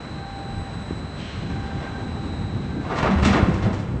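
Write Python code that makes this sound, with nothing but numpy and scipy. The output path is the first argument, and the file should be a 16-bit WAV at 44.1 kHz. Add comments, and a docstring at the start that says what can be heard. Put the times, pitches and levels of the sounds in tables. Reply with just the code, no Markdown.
"""A crane sets a steel container on a stack, some tens of metres away in a port.
At first machinery rumbles and sings while the hoist drive whines. Near 1 s comes a dull pop, like wind
on the microphone, then a hiss, and at 1.5 s a first boom. From about 2.7 s the corners scrape and clash
and the hollow boxes boom. Last, the spreader (the crane's lifting frame) rattles as it settles,
and the whine fades. Steel walls all round smear every clash and boom."""
import sys
import numpy as np
from scipy import signal
from scipy.fft import rfft, irfft
from scipy.io import wavfile

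SR = 44100
rng = np.random.default_rng(int(sys.argv[2]) if len(sys.argv) > 2 else 0)


def master_out(mix):
    """Clip the mix to full scale and print it as 16-bit PCM to the path in sys.argv[1]."""
    frames = np.transpose(np.atleast_2d(mix))
    ceiling = np.clip(frames, -1, 1)
    pcm = np.round(ceiling * 32767).astype(np.int16)
    wavfile.write(sys.argv[1], SR, pcm)


N = 176400
T = np.arange(N) / SR
FREQS = np.maximum(np.arange(N // 2 + 1) * SR / N, 1)

# Steel hits steel. Each row: start in seconds, level in dB, rise in seconds, tilt in dB per octave.
STEEL_HITS = [(1.495, -40, 0.0086, 0), (1.77, -36, 0.071, -1), (2.745, -31, 0.022, -23),
              (2.825, -33, 0.029, -2.5), (2.885, -25, 0.028, -2), (2.93, -25.5, 0.065, 1),
              (3.024, -21.5, 0.0053, -0.5), (3.052, -23, 0.009, -1.5), (3.103, -32, 0.0075, 2),
              (3.165, -29, 0.024, -1), (3.218, -24.5, 0.015, 2), (3.244, -21, 0.009, 5),
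              (3.288, -24.5, 0.0092, 0), (3.319, -21.5, 0.01, 1), (3.341, -20, 0.005, -12),
              (3.354, -25, 0.0035, 0.5), (3.41, -35.5, 0.016, -1), (3.535, -41, 0.0097, 7),
              (3.62, -30.5, 0.01, 1.5), (3.648, -29, 0.015, -6), (3.728, -38, 0.004, 5.5),
              (3.78, -44, 0.017, 5.5)]
# The tone colour of a clash. Each row: frequency in Hz, relative level in dB.
CLASH_SPECTRUM = [(150, -20.5), (300, 0), (480, 2), (750, -2.5), (1050, 0), (1450, -3.5), (1900, -6),
                  (3000, -13), (4500, -20), (6500, -26.5), (9000, -37)]
# How a clash dies away. Each row: frequency in Hz, fade time (t60, the time to fall 60 dB) in seconds.
CLASH_FADES = [(200, 0.68), (1000, 0.57), (3000, 0.38), (8000, 0.23)]
# Ringing frames and corners. Each row: pitch in Hz, relative level in dB, fade time in seconds.
FRAME_NOTES = [(468.5, 5.5, 0.3), (583, 1, 0.53), (655.7, 12.5, 0.27), (787, -10, 0.27), (908, 2, 0.83),
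               (1054, -10.5, 0.96), (1112, -7.5, 1), (1310, 8.5, 0.35), (1450, -15, 0.34), (1703, -9, 0.22),
               (1728, -2, .4), (2010, -3, 0.77), (2663, -9, 0.34)]
# The load falls on the hollow boxes. Each row: start in seconds, level in dB, favoured pitch in Hz,
# spread in octaves, rise in seconds, fade time in seconds.
BOX_BLOWS = [(1.498, -21.5, 132, 0.85, 0.0039, 0.37), (2.914, -37, 250, 0.33, 0.0043, 0.41),
             (3.084, -16.5, 198, 0.2, 0.013, 1.4), (3.153, -17.5, 75, 0.088, 0.013, 0.4),
             (3.205, -16, 74.4, 0.18, 0.033, 0.78), (3.249, -18.5, 259, 0.24, 0.0062, 0.88),
             (3.261, -18, 202, 0.061, 0.032, 0.94), (3.335, -22, 129, 1.23, 0.0053, 0.74),
             (3.423, -20.5, 69, 0.59, 0.0091, .7), (3.484, -22, 154, 1.22, 0.0048, 1.66),
             (3.51, -20, 96.6, 0.13, 0.028, 2.2), (3.631, -17, 83.5, 0.41, 0.018, 0.8),
             (3.645, -21, 204, 0.13, 0.026, 0.72), (3.729, -22, 99, 0.15, 0.011, 1),
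             (3.89, -28, 100, 0.24, .02, 2)]
# Wall and floor panels. Each row: pitch in Hz, relative level in dB, fade time in seconds.
PANEL_NOTES = [(59.5, 3, 0.6), (76.7, -10, 1.3), (98.4, -4, 1.8), (119, 9.5, 0.5), (158, 9, 0.5),
               (193.8, 3, 1.5), (202.9, -4, 2.6), (230.6, 3.5, 2), (262.8, -5.5, 1.3), (322, -8.5, 0.6),
               (355, -17, 0.6), (397, -9.5, 0.6)]
# Dull low thumps: a microphone pop, then knocks during the landing.
# Each row: time in seconds, level in dB, pitch in Hz.
LOW_THUMPS = [(0.9101, -18, 270), (0.922, -26, 168), (.933, -26.5, 200), (3.033, -16, 201),
              (3.2315, -13, 112), (3.261, -10.5, 214), (3.43, -16, 126), (3.487, -12, 175),
              (3.643, -13, 90), (3.942, -24.5, 293.4)]
# The drive's main switching tones. Each row: pitch in Hz, starting point for the level in dB.
WHINE_TONES = [(3977.5, -51.5), (4002, -67), (4026, -58)]
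# The whine over time. Each row: time in seconds, dB added to the main tones, then the levels in dB
# of the lower side tone, the upper side tone and the doubled tone.
WHINE_LEVELS = [(0, 2, -64, -66, -67), (.2, 1.5, -60, -54, -66), (.65, 1.5, -60, -67.5, -60.5),
                (1.35, 0, -62, -54, -64), (1.7, -1.5, -66, -68, -69.5), (2.35, 1.5, -53, -62, -63.5),
                (2.8, -4.5, -58, -63, -73), (3.5, -6, -65, -80, -73), (4, -14, -81, -76, -74)]
# Two singing tones. Each row: time in seconds, lower tone's level in dB, upper tone's level in dB.
SINGING_LEVELS = [(0, -57, -56.5), (.25, -40.5, -48.5), (.5, -40, -55), (.7, -43.5, -56), (.85, -55, -56.5),
                  (1.35, -58, -56.5), (1.55, -43.5, -47), (1.68, -42, -52), (1.97, -48.5, -44.5),
                  (2.12, -44, -59), (2.62, -54, -57), (2.82, -50.5, -45), (2.92, -62.5, -62),
                  (4, -67, -64.5)]
# The lower singing tone turns rough. 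Each row: time in seconds, unsteady share from 0 to 1.
SINGING_ROUGHNESS = [(.6, 0.04), (1.5, 0.28)]
# The tone colour of the machinery. Each row: frequency in Hz, relative level in dB.
MACHINE_SPECTRUM = [(22, -29), (35, -13), (55, -3.5), (102, 0), (150, -2), (212, -4.5), (330, -11.5),
                    (474, -15.5), (800, -16.5), (1550, -21.5), (2500, -28), (3640, -34), (4500, -38.5),
                    (8000, -45), (9000, -45.5)]
# The machinery over time. Each row: time in seconds, bass level in dB, treble level in dB.
MACHINE_LEVELS = [(0, -35, -40), (.45, -32, -41), (.7, -33, -39.5), (1.2, -33.5, -41), (1.65, -29, -38.5),
                  (2.2, -30, -39.5), (2.45, -28, -40.5), (2.62, -27.5, -41), (2.9, -27, -39),
                  (3.4, -28.5, -33.5), (4, -28, -45)]
# Deep swells of the rumble. Each row: time in seconds, level in dB, pitch in Hz.
RUMBLE_SWELLS = [(.15, -34, 130), (.32, -34.5, 55), (.58, -25.5, 60), (.81, -34.5, 120), (1.0, -35.5, 70),
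                 (1.39, -30, 80), (2.33, -41, 70), (2.43, -23.5, 90), (2.76, -33.5, 120)]
# Short hisses. Each row: start in seconds, level in dB, hold in seconds.
HISS_BURSTS = [(1.153, -42, 0.12), (1.635, -57, 0.13)]
# The tone colour of a hiss. Each row: frequency in Hz, relative level in dB.
HISS_SPECTRUM = [(600, -11), (1500, -3), (2550, 0), (2940, 2.5), (3300, 0.5), (4500, -10.5), (6200, -15),
                 (8500, -27)]


def clashes():
    """Each clash is a rush of tiny contacts that sets the steel ringing; the treble dies first."""
    contacts_per_s, contact_db, ring_db = 450, -4, -6.5
    centres = np.log([hz for hz, _ in CLASH_FADES])
    bands = [np.interp(np.log(FREQS), centres, row) for row in np.eye(len(centres))]
    bass_cut = FREQS / np.hypot(FREQS, 150)
    colour = undb(by_pitch(CLASH_SPECTRUM, FREQS)) * sheet_resonances() * bass_cut
    octaves = np.log2(np.maximum(FREQS, 200) / 1000)
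    note_octaves = np.log2([note[0] for note in FRAME_NOTES])
    out = np.zeros(N)
    for start, db, rise, tilt in STEEL_HITS:
        contacts = unit((rng.random(N) < contacts_per_s / SR) * rng.standard_normal(N))
        scrape = rng.standard_normal(N) + undb(contact_db) * contacts
        spectrum = rfft(scrape) * colour * undb(tilt * octaves)
        spectrum *= undb(db) / np.std(irfft(spectrum, N))
        for band, (_, t60) in zip(bands, CLASH_FADES):
            out += irfft(spectrum * band, N) * strike(start, rise, t60)
        weights = undb(tilt * note_octaves + 6.3 * rng.standard_normal(len(FRAME_NOTES)))
        out += undb(db + ring_db) * ring(FRAME_NOTES, start, rise, weights)
    return out


def sheet_resonances(spacing_hz=16, depth_db=3.6):
    """Sheet steel has countless small resonances: a random gain for each frequency."""
    heights = rng.standard_normal(4096)
    return undb(depth_db * np.interp(FREQS / spacing_hz, np.arange(len(heights)), heights))


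def ring(notes, start, rise, weights, detune=0.0041):
    """Struck steel rings at its own notes, each slightly off pitch and fading at its own speed."""
    out, first = np.zeros(N), int(start * SR)
    age = T[:min(N - first, SR)]
    gains = undb([note[1] for note in notes]) * weights
    gains /= np.linalg.norm(gains)
    for (hz, _, t60), gain in zip(notes, gains):
        phase, chance = rng.random(2)
        pitch = hz * (1 + detune * (chance - .5))
        fade = np.exp(-np.log(1000) * age / t60)
        out[first:first + len(age)] += gain * fade * np.sin(2 * np.pi * (pitch * age + phase))
    return np.sqrt(2) * out * np.clip((T - start) / max(rise, 1e-3), 0, 1)


def booms(shudder_db=-2):
    """Panels ring low until the load damps them; a narrow spread of pitches sings, a wide one shudders."""
    panel_hz = np.array([note[0] for note in PANEL_NOTES])
    out = np.zeros(N)
    for start, db, hz, spread, rise, t60 in BOX_BLOWS:
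        favour = lambda f: bell(np.log2(f / hz), spread) + 1e-9
        panels = ring(PANEL_NOTES, start, 0, favour(panel_hz))
        share = undb(shudder_db) * spread
        shudder = share * noise(favour(FREQS) / np.sqrt(FREQS))
        out += undb(db) * (panels + shudder) / np.hypot(1, share) * strike(start, rise, t60)
    return out


def thumps(width_cycles=0.27):
    """A microphone pop, then the landing's knocks: each thump is one heavily damped swing."""
    return sum(undb(db) * 1.74 * np.sin(2 * np.pi * hz * (T - at)) * bell((T - at) * hz, width_cycles)
               for at, db, hz in LOW_THUMPS)


def yard_echo(sound, level_db=-14.5, treble_edge_hz=3500):
    """The stacks and the ship's side throw back a blurred echo."""
    tail = noise(1 / np.hypot(1, FREQS / treble_edge_hz)) * strike(0, rise=0.011, t60=1.58)
    return undb(level_db) * signal.fftconvolve(sound, tail / np.linalg.norm(tail))[:N]


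def hoist_whine(drift_hz=2.85, waver_db=.8):
    """The drive's switching whines until the load is off, its side tones trading strength."""
    low_side_hz, high_side_hz, doubled_hz = 3800, 4180, 7985  # the last is twice the switching rate
    waver = lambda hz: tone(hz, drift_hz) * undb(waver_db * wander(5.1))
    main = sum(undb(db) * waver(hz) for hz, db in WHINE_TONES) * undb(curve(WHINE_LEVELS, 1))
    low_side = waver(low_side_hz) * undb(curve(WHINE_LEVELS, 2))
    high_side = waver(high_side_hz) * undb(curve(WHINE_LEVELS, 3))
    doubled = tone(doubled_hz, 2 * drift_hz) * undb(curve(WHINE_LEVELS, 4) + 1.4 * wander(24))
    return main + low_side + high_side + doubled


def singing(lower_hz=789.4, upper_hz=1571):
    """Two tones in the machinery swell and fade."""
    rough = curve(SINGING_ROUGHNESS, 1)
    lower = np.sqrt(1 - rough ** 2) * tone(lower_hz, drift_hz=1.5)
    lower += rough * rough_tone(lower_hz, width_hz=31)
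    upper = rough_tone(upper_hz, width_hz=19)
    return lower * undb(curve(SINGING_LEVELS, 1)) + upper * undb(curve(SINGING_LEVELS, 2))


def machinery(bass_edge_hz=412, flicker_db=2):
    """Engines and fans make a restless rumble under a smoother rush."""
    colour = undb(by_pitch(MACHINE_SPECTRUM, FREQS))
    bass = 1 / np.hypot(1, (FREQS / bass_edge_hz) ** 3)
    treble = np.sqrt(1 - bass ** 2)
    rumble = noise(colour * bass) * undb(curve(MACHINE_LEVELS, 1) + flicker_db * wander(9.3))
    rush = noise(colour * treble) * undb(curve(MACHINE_LEVELS, 2) + .5 * wander(24))
    return rumble + rush


def swells(width_s=0.031, width_octaves=.6):
    """The rumble wells up for a moment."""
    return sum(undb(db) * noise(bell(np.log2(FREQS / hz), width_octaves)) * bell(T - at, width_s)
               for at, db, hz in RUMBLE_SWELLS)


def hisses():
    """Each hiss rises quickly, holds briefly and dies away."""
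    loudness = sum(undb(db) * strike(at, rise=0.043, t60=1.45, hold=hold) for at, db, hold in HISS_BURSTS)
    return noise(undb(by_pitch(HISS_SPECTRUM, FREQS))) * loudness


def undb(db):
    """Turn decibels into a gain."""
    return 10 ** (np.asarray(db) / 20)


def unit(x):
    """Scale to an average power of 1."""
    return x / np.sqrt(np.mean(x ** 2))


def bell(offset, width):
    """A smooth hump, highest at offset 0."""
    return np.exp(-.5 * (offset / width) ** 2)


def curve(rows, column):
    """Follow a table's column through time in straight lines."""
    rows = np.array(rows)
    return np.interp(T, rows[:, 0], rows[:, column])


def by_pitch(rows, hz):
    """Read between a table's rows, with octaves evenly spaced."""
    rows = np.array(rows)
    return np.interp(np.log(hz), np.log(rows[:, 0]), rows[:, 1])


def noise(gain):
    """Noise of power 1, coloured by a gain for each frequency."""
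    return unit(irfft(rfft(rng.standard_normal(N)) * gain, N))


def wander(rate_hz):
    """A smooth random wobble, about 1 in size."""
    return noise(np.exp(-(FREQS / rate_hz) ** 2) + 1e-12)


def strike(start, rise, t60, hold=0):
    """The loudness of a blow: a straight rise, an optional hold, then a fade."""
    age, rise = T - start, max(rise, 1e-3)
    fade = np.exp(-np.log(1000) * np.maximum(age - rise - hold, 0) / t60)
    return np.clip(age / rise, 0, 1) * fade


def tone(hz, drift_hz):
    """A pure tone whose pitch drifts a little."""
    return np.sqrt(2) * np.sin(2 * np.pi * np.cumsum(hz + drift_hz * wander(13.6)) / SR)


def rough_tone(hz, width_hz):
    """A wavering tone: noise in one sharp resonance."""
    return noise(1 / (1 + ((FREQS - hz) / width_hz) ** 2))


def scene():
    """The landing and its echo over the machinery, in one channel."""
    landing = clashes() + booms()
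    foreground = landing + yard_echo(landing) + thumps()
    background = machinery() + hisses() + swells() + hoist_whine() + singing()
    return (foreground + background)[None]


def record(dry, fade_s=.005, top_hz=8450):
    """Fade quickly in and out, and cut the highest treble."""
    fade = np.clip(np.minimum(T, T[-1] - T) / fade_s, 0, 1)
    treble_cut = signal.ellip(8, .2, 80, top_hz, fs=SR, output="sos")
    return signal.sosfilt(treble_cut, dry * fade)


dry = scene()
out = record(dry)
master_out(out)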